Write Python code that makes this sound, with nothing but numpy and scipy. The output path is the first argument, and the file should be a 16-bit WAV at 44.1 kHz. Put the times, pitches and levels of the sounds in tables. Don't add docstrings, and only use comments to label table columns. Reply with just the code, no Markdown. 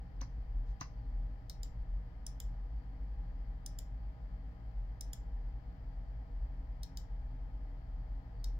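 import sys
import numpy as np
from scipy import signal
from scipy.fft import rfft, irfft, next_fast_len
from scipy.io import wavfile
from scipy.ndimage import uniform_filter1d, map_coordinates

SR = 44100
rng = np.random.default_rng(int(sys.argv[2]) if len(sys.argv) > 2 else 0)


def unload_wav(signal):
    wavfile.write(
        sys.argv[1],
        SR,
        np.round(np.clip(np.atleast_2d(signal).T, -1, 1) * 32767).astype(np.int16),
    )


N = 378819

# (frequency [Hz], relative level [dB])
RUMBLE_COLOUR = [(18, -22), (30, -19), (35, -18.5), (40, 5), (47, -1.5), (52, 0.5), (62, -18.5), (75, -29),
                 (110, -61), (200, -120)]
# (time [s], level [dB])
RUMBLE_SWELLS = [(0.0, -48.5), (0.6, -35.5), (0.8, -43.5), (1.2, -39.5), (1.4, -46), (1.8, -36),
                 (2.0, -42.5), (3.2, -41), (4.39, -44.5), (5.191, -40.0), (5.79, -44.5), (6.59, -39.5),
                 (6.991, -46.5), (7.39, -38.5), (7.79, -44.5), (8.59, -38)]
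# (time [s], speed [turns/s])
FAN_SPEED = [(0, 49.85), (4.3, 51.0), (8.59, 51.9)]
# (multiple of the speed, level [dB], growth [dB per extra turn/s], phase gap [rad])
FAN_WHINE = [(13, -78, 4.5, 1.4), (16, -82.5, 3, 0.22), (17, -81.5, 3, 1.1), (20, -81.5, .5, 1.6),
             (21, -89.5, -4.5, 2.7), (24, -86, 1, 2), (26, -88.5, 3, 1.8)]
# (frequency [Hz], level [dB], phase gap [rad])
HUMS = [(58.9, -53, 0.16), (120.6, -62.5, 0.28), (183.4, -81, 1.1), (247, -82.5, 0.58),
        (616.8, -75.5, 1.69), (759.5, -78, 1.5), (808.5, -75, 1.2), (947, -83, 0.99), (1229, -85.5, 1.4)]
# (frequency [Hz], level [dB per Hz])
AIR_COLOUR = [(20, -87), (80, -79), (130, -83), (200, -89.5), (300, -95), (380, -100), (780, -99),
              (1100, -105), (1400, -109), (2500, -118), (4000, -124), (9500, -139), (12500, -132),
              (16000, -131)]
# (frequency [Hz], width [Hz], lift [dB])
AIR_RESONANCES = [(111.5, 12, 10), (130, 7.1, 0), (167.3, 7, 10.5), (224, 10, 4), (272.2, 10.9, 12),
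                  (475, 16, 9.5), (1761, 280, 7), (3140, 160, 8), (4830, 640, 7.5), (7510, 180, 7.5)]
# (frequency [Hz], likeness [0 to 1])
AIR_LIKENESS = [(70, 0.71), (105, 0.8), (160, 0.9), (500, 0.68), (750, 0.79), (1100, 0), (16000, 0)]
# (frequency [Hz], balance [dB])
AIR_BALANCE = [(110, -0.5), (200, 3), (380, 0.5), (800, 10.5), (1100, -1), (1400, 2.5), (2100, 18),
               (3000, 5), (4400, 10), (6500, 12.5), (9000, -3), (15000, 5)]
# (frequency [Hz], width [Hz], level [dB])
HISS_BANDS = [(4300, 120, -99), (4570, 110, -95), (4930, 130, -99)]
# (frequency [Hz], fade [s], strength of the walls' answer [dB])
ROOM_ECHO = [(198, 0.17, -3), (1000, 0.23, 1.5), (3980, 0.21, 5), (5400, 0.26, -3), (6250, 0.24, -3),
             (7600, 0.2, 1.5), (9970, 0.18, -3), (15000, 0.17, -3.5)]
# (time [s], level [dB], case boost [dB], case pitch [ratio], thump pitch [Hz],
# thump level [dB], finger's head start [s], finger's level [dB])
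KEY_TAPS = [(0.2141, -5, -2, 0.96, 252, -41, 0.0048, -44), (0.81, 0, 1, 0.98, 129.6, -33, 0.002, -51)]
# (frequency [Hz], fade [s], rise [s], level [dB], balance [dB])
KEY_AND_CASE_TONES = [(500, 0.0083, 0.0017, -55, -6), (737, 0.029, 0.0043, -37.5, -3),
                      (955, 0.027, 0.0037, -45.5, -4), (1062, 0.022, 0.0019, -30.5, -1.5),
                      (1226, 0.03, 0.0012, -41, 2.5), (1485, 0.05, 0.0017, -51, 6),
                      (1776, 0.017, 0.0029, -39, 10.5), (2050, 0.041, 0.0034, -49, -8),
                      (2330, 0.019, 0.00096, -55.5, -2), (2780, 0.02, 0.00061, -49, 0),
                      (4100, 0.0098, 0.00028, -43, 6.5), (4800, 0.0071, 0.00023, -38.5, -5.5),
                      (5330, 0.013, 0.0002, -42.5, 2), (5750, 0.021, 0.00038, -50, 9),
                      (5990, 0.012, 0.0005, -30, 4.5), (6330, 0.011, 0.00036, -40, 0),
                      (11700, 0.0099, 0.0005, -55, -9.5)]
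# (frequency [Hz], balance [dB], level [dB])
TAP_SCATTER = [(2000, 0, -33), (3500, 0, -26.5), (5000, 1, -10.5), (6000, 7, -15), (7050, 2, -24),
               (8500, 0, -48), (10500, -8, -57), (11800, -10, -40.5), (15600, -7, -39), (16400, -5, -55.5)]
# (time [s], length [s], level [dB])
SOFT_HISSES = [(0.7, 0.087, -79), (0.81, 0.016, -61)]
# (time [s], level [dB], balance [dB], stroke [0 to 3], boost of the spring's ping [dB])
MOUSE_CLICKS = [(1.4967, 1.5, 0, 0, 0), (1.6313, .3, -.5, 2, 3), (2.2652, 2, .5, 1, 0),
                (2.4011, 1, .5, 3, 0), (3.6616, 1.2, .5, 1, 0), (3.7872, .3, .5, 3, 1),
                (5.0091, .8, -.5, 1, 1), (5.1317, 1.4, -1, 3, 1), (6.8320, .8, .2, 0, 0),
                (6.9718, 2.2, 1, 2, -3), (8.4423, 1.5, .2, 0, 0)]
# (rebound delay [s], rebound level [dB], knock level [dB], snap level [dB], direction [0 down, 1 up])
BUTTON_STROKES = [(.0025, -12, -51, -39.5, 0), (.0013, -11, -52, -40, 0), (.0021, -12, -47, -40.5, 1),
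                  (.0019, -13, -47, -40, 1)]
# (frequency [Hz], balance [dB], phase gap [rad], then a level [dB] for each of the four strokes)
SHELL_TONES = [(3050, 4, 2.6, -52, -53, -47, -46), (3380, -1, 1.4, -58, -48.5, -56, -42.5),
               (3850, 3, 1.9, -40.5, -47, -43, -52), (4250, 9, 2.1, -42, -56, -54, -60),
               (4620, 6, 2.4, -43, -54, -41, -53), (5080, 7, -2.2, -40, -39, -37.5, -38.5),
               (5400, 6, -1.9, -40.5, -36.5, -43, -49), (5750, 3, -3.1, -41, -39, -47, -53),
               (6080, 3, 2.9, -41.5, -33, -45, -44.5), (6880, 4, 2.4, -47, -44, -40, -38.5),
               (7280, -6, 2.7, -48, -37, -38, -33), (8200, -6, 0.2, -45, -46.5, -45, -47),
               (9250, -13, 0.4, -45, -36, -50, -45), (9850, -17, 0.7, -56, -37.5, -55, -54),
               (10300, -18, 0.8, -64, -54, -62, -43.5), (11150, -16, 0.8, -58, -62, -61, -53),
               (11900, -16, 2.2, -50.5, -50, -60, -59), (12400, -15, 2.3, -51.5, -49.5, -58, -49),
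               (13300, -15, 2.4, -57, -51, -59, -39.5), (14200, -15, -1.2, -52, -59, -47, -51),
               (14620, -15, -2.0, -55, -59, -46.5, -42.5), (15500, -4, -1.1, -53, -45, -50, -46)]
# (frequency [Hz], balance [dB], press level [dB], release level [dB])
CLICK_SCATTER = [(2400, 4, -47, -45), (3300, 4, -33, -29), (4000, 5, -27.5, -32), (4600, 6, -31, -32),
                 (5300, 7, -15, -18.5), (6000, 4, -22, -23.5), (6500, 1, -29, -26),
                 (7050, -1, -24.5, -16.5), (7700, -3, -33, -28), (8400, -4, -39, -38),
                 (9400, -9, -29.5, -37), (10500, -13, -50, -40), (12200, -14, -35.5, -37),
                 (13600, -14, -36, -31), (14600, -13, -36, -32), (15600, -5, -33, -32),
                 (16500, -5, -50, -50)]


def amp(db):
    return 10 ** (np.asarray(db) / 20)


def unit(x):
    return x / np.sqrt(np.mean(x ** 2) + 1e-20)


def along(points, hz):
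    point_hz, values = np.transpose(points)
    return np.interp(np.log(hz + 1), np.log(point_hz + 1), values)


def sides(balance_db):
    return amp(np.array([[.5], [-.5]]) * balance_db)


def wobble(per_s):
    return map_coordinates(rng.standard_normal(int(N * per_s / SR) + 4), [np.arange(N) * per_s / SR])


def filtered(x, response):
    size = next_fast_len(N + SR // 2)
    return irfft(rfft(x, size) * response(np.fft.rfftfreq(size, 1 / SR)), size)[..., :N]


def add(track, time, sound):
    part = track[:, round(time * SR):][:, :sound.shape[1]]
    part += sound[:, :part.shape[1]]


def decay(t, fade_s):
    return np.exp(-np.log(1000) * t / fade_s)


def rumble():
    drone = unit(filtered(rng.standard_normal(N), lambda hz: amp(along(RUMBLE_COLOUR, hz))))
    slow_power = np.abs(uniform_filter1d(drone ** 2, size=round(0.78 * SR)))
    even = unit(drone / np.sqrt(slow_power + 0.064))
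    swell = amp(np.interp(np.arange(N) / SR, *np.transpose(RUMBLE_SWELLS)))
    return sides(1.0) * swell * even


def tone(cycles, db, phase_gap):
    angle = 2 * np.pi * cycles + 0.37 * wobble(2.046) + np.array([[.5], [-.5]]) * phase_gap
    return amp(db + 1.4 * wobble(2)) * np.sqrt(2) * np.sin(angle)


def fan_whine():
    speed = np.interp(np.arange(N) / SR, *np.transpose(FAN_SPEED))
    turns = np.cumsum(speed) / SR
    extra_speed = speed - speed.mean()
    return sum(tone(multiple * turns, db + growth * extra_speed, gap)
               for multiple, db, growth, gap in FAN_WHINE)


def fan_rush():
    def colour(hz):
        lift_db = sum(db / (1 + ((hz - centre) / width) ** 2) for centre, width, db in AIR_RESONANCES)
        spread = np.arccos(along(AIR_LIKENESS, hz)) / 2
        return amp(along(AIR_COLOUR, hz) + lift_db) * np.array([np.cos(spread), np.sin(spread)])
    shared, opposed = filtered(rng.standard_normal((2, N)) * np.sqrt(SR / 2), colour)
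    stereo = np.array([shared + opposed, shared - opposed])
    return filtered(stereo, lambda hz: sides(along(AIR_BALANCE, hz)))


def hum():
    t = np.arange(N) / SR
    return sum(tone(hz * t, db, gap) for hz, db, gap in HUMS)


def fan_hiss():
    out = np.zeros((2, N))
    for centre, width, db in HISS_BANDS:
        band = filtered(rng.standard_normal((2, N)), lambda hz: 1 / (1 + ((hz - centre) / width) ** 2))
        flicker = amp(2.9 * wobble(per_s=16))
        out += amp(db) * unit(band * flicker)
    return sides(12) * out


def ring(hz, fade_s, rise_s, db, balance_db, phase, gap):
    t = np.arange(SR // 10)[:, None] / SR
    envelope = decay(t, fade_s) * (1 - np.exp(-t / rise_s))
    waves = np.array([np.sin(2 * np.pi * hz * t + phase + shift) for shift in (gap / 2, -gap / 2)])
    return np.sum((sides(balance_db) * amp(db))[:, None] * waves * envelope, axis=2)


def crack(low_hz, high_hz, fade_s, rise_s):
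    t = np.arange(SR // 10) / SR
    band = signal.butter(4, [low_hz, high_hz], "band", fs=SR, output="sos")
    burst = rng.standard_normal((2, len(t))) * decay(t, fade_s) * (1 - np.exp(-t / rise_s))
    return signal.sosfilt(band, burst)


def echoes(near_db, delay_s, fade_s, tail_db):
    room_hz, room_fade_s, _ = np.transpose(ROOM_ECHO)
    hz, times, spectrum = signal.stft(rng.standard_normal((2, SR // 2)), SR, nperseg=256)
    tail_fade_s = along(np.c_[room_hz, room_fade_s], hz)[:, None]
    _, tail = signal.istft(spectrum * decay(times, tail_fade_s), SR, nperseg=256)
    t = np.arange(tail.shape[1]) / SR
    tail *= 1 - np.exp(-t / 0.0076)
    near = rng.standard_normal(tail.shape) * (t > delay_s) * decay(t, fade_s)
    return amp(tail_db) * tail / np.linalg.norm(tail[0]) + amp(near_db) * near / np.linalg.norm(near[0])


def in_room(sound, echo):
    room_hz, _, wall_db = np.transpose(ROOM_ECHO)
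    size = echo.shape[1]
    walls = amp(along(np.c_[room_hz, wall_db], np.fft.rfftfreq(size, 1 / SR)))
    direct = np.arange(size) == 0
    return signal.fftconvolve(sound, direct + irfft(rfft(echo) * walls, size), axes=1)


def scatter(band_hz, balance_db, db, echo):
    size = echo.shape[1]
    hz = np.fft.rfftfreq(size, 1 / SR)
    colour = amp(along(np.c_[band_hz, db], hz)) * sides(along(np.c_[band_hz, balance_db], hz))
    return irfft(rfft(echo) * colour, size)[:, :size // 2]


def key_taps():
    out = np.zeros((2, N))
    hz, fade_s, rise_s, tone_db, balance_db = np.transpose(KEY_AND_CASE_TONES)
    low, high = hz < 3000, hz >= 3000
    boom_delay_s = 0.00201
    for time, db, case_db, pitch, thump_hz, thump_db, ahead_s, touch_db in KEY_TAPS:
        phase = rng.uniform(0, 2 * np.pi, len(hz))
        tones = np.array([fade_s, rise_s, tone_db, balance_db, phase])
        case = ring(hz[low] * pitch, *tones[:, low], gap=1.74)
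        key = ring(hz[high], *tones[:, high], gap=1.74)
        snap = amp(-38) * crack(4420, 6560, fade_s=0.016, rise_s=0.0004)
        rattle = amp(-36.5) * crack(750, 2300, fade_s=0.075, rise_s=0.0015)
        tick = amp(-49.5) * sides(-10) * crack(11900, 16200, fade_s=0.0088, rise_s=0.00056)
        thump = ring(thump_hz * np.array([1, 2.12]), fade_s=0.053, rise_s=0.0031,
                     db=[thump_db, thump_db - 8], balance_db=1.0, phase=0, gap=0)
        key_echo = echoes(near_db=-11, delay_s=0.0055, fade_s=0.1, tail_db=-16.5)
        scatter_echo = echoes(near_db=-7.5, delay_s=0.0074, fade_s=0.11, tail_db=-9)
        case_echo = echoes(near_db=-8, delay_s=0.0081, fade_s=0.069, tail_db=-13.5)
        add(out, time - ahead_s, amp(touch_db) * crack(900, 5500, fade_s=0.03, rise_s=0.00029))
        add(out, time, thump)
        add(out, time, amp(db) * in_room(key + snap + tick, key_echo))
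        add(out, time, amp(db) * scatter(*np.transpose(TAP_SCATTER), scatter_echo))
        add(out, time + boom_delay_s, amp(db + case_db) * in_room(case + rattle, case_echo))
    return out


def soft_hisses():
    out = np.zeros((2, N))
    band = signal.butter(4, [1500, 6600], "band", fs=SR, output="sos")
    for time, length, db in SOFT_HISSES:
        swell = np.exp(-(2 * (np.arange(N) / SR - time) / length) ** 2)
        out += amp(db) * swell * unit(signal.sosfilt(band, rng.standard_normal((2, N))))
    return out


def mouse_clicks():
    out = np.zeros((2, N))
    hz, balance_db, gap, *stroke_db = np.transpose(SHELL_TONES)
    scatter_hz, scatter_balance, *scatter_db = np.transpose(CLICK_SCATTER)
    fade_s = np.interp(hz, [5000, 11000], [.012, .0095])
    ping = np.exp(-((hz - 7200) / 550) ** 2)
    usual_phase = rng.uniform(0, 2 * np.pi, (len(stroke_db), len(hz)))
    shell_rise_s, rebound_rise_s = 0.0017, 0.0012
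    left_delay_s = 0.00036
    for time, db, side_db, stroke, ping_db in MOUSE_CLICKS:
        rebound_s, rebound_db, knock_db, snap_db, direction = BUTTON_STROKES[stroke]
        phase = usual_phase[stroke] + 0.5 * rng.standard_normal(len(hz))
        held_hz = hz * (1 + 0.005 * rng.standard_normal(len(hz)))
        tone_db = stroke_db[stroke] + ping_db * ping
        shell = ring(held_hz, fade_s, shell_rise_s, tone_db, balance_db, phase, gap)
        new_phase = rng.uniform(0, 2 * np.pi, len(hz))
        rebound = ring(held_hz, fade_s, rebound_rise_s, tone_db + rebound_db, balance_db, new_phase, gap)
        add(shell, rebound_s * rng.uniform(0.97, 1.15), rebound)
        snap = amp(snap_db) * sides(-12) * crack(10800, 16400, fade_s=0.007, rise_s=0.0014)
        rattle = amp(-47.5) * sides(3.8) * crack(3200, 7600, fade_s=0.022, rise_s=0.001)
        knock = amp(knock_db) * crack(1300, 2300, fade_s=0.026, rise_s=0.001)
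        left, right = amp(db) * sides(side_db) * (shell + snap + rattle + knock)
        click = np.array([np.roll(left, round(left_delay_s * SR)), right])
        click_echo = echoes(near_db=-16, delay_s=0.0072, fade_s=0.052, tail_db=-14)
        scatter_echo = echoes(near_db=-14, delay_s=0.0052, fade_s=0.067, tail_db=-8.5)
        add(out, time, in_room(click, click_echo))
        add(out, time, amp(db) * scatter(scatter_hz, scatter_balance, scatter_db[direction], scatter_echo))
    return out


def scene():
    events = mouse_clicks() + key_taps() + soft_hisses()
    return events + rumble() + fan_whine() + fan_rush() + hum() + fan_hiss()


def record(dry):
    return filtered(dry, lambda hz: hz < 16100)


dry = scene()
out = record(dry)
unload_wav(out)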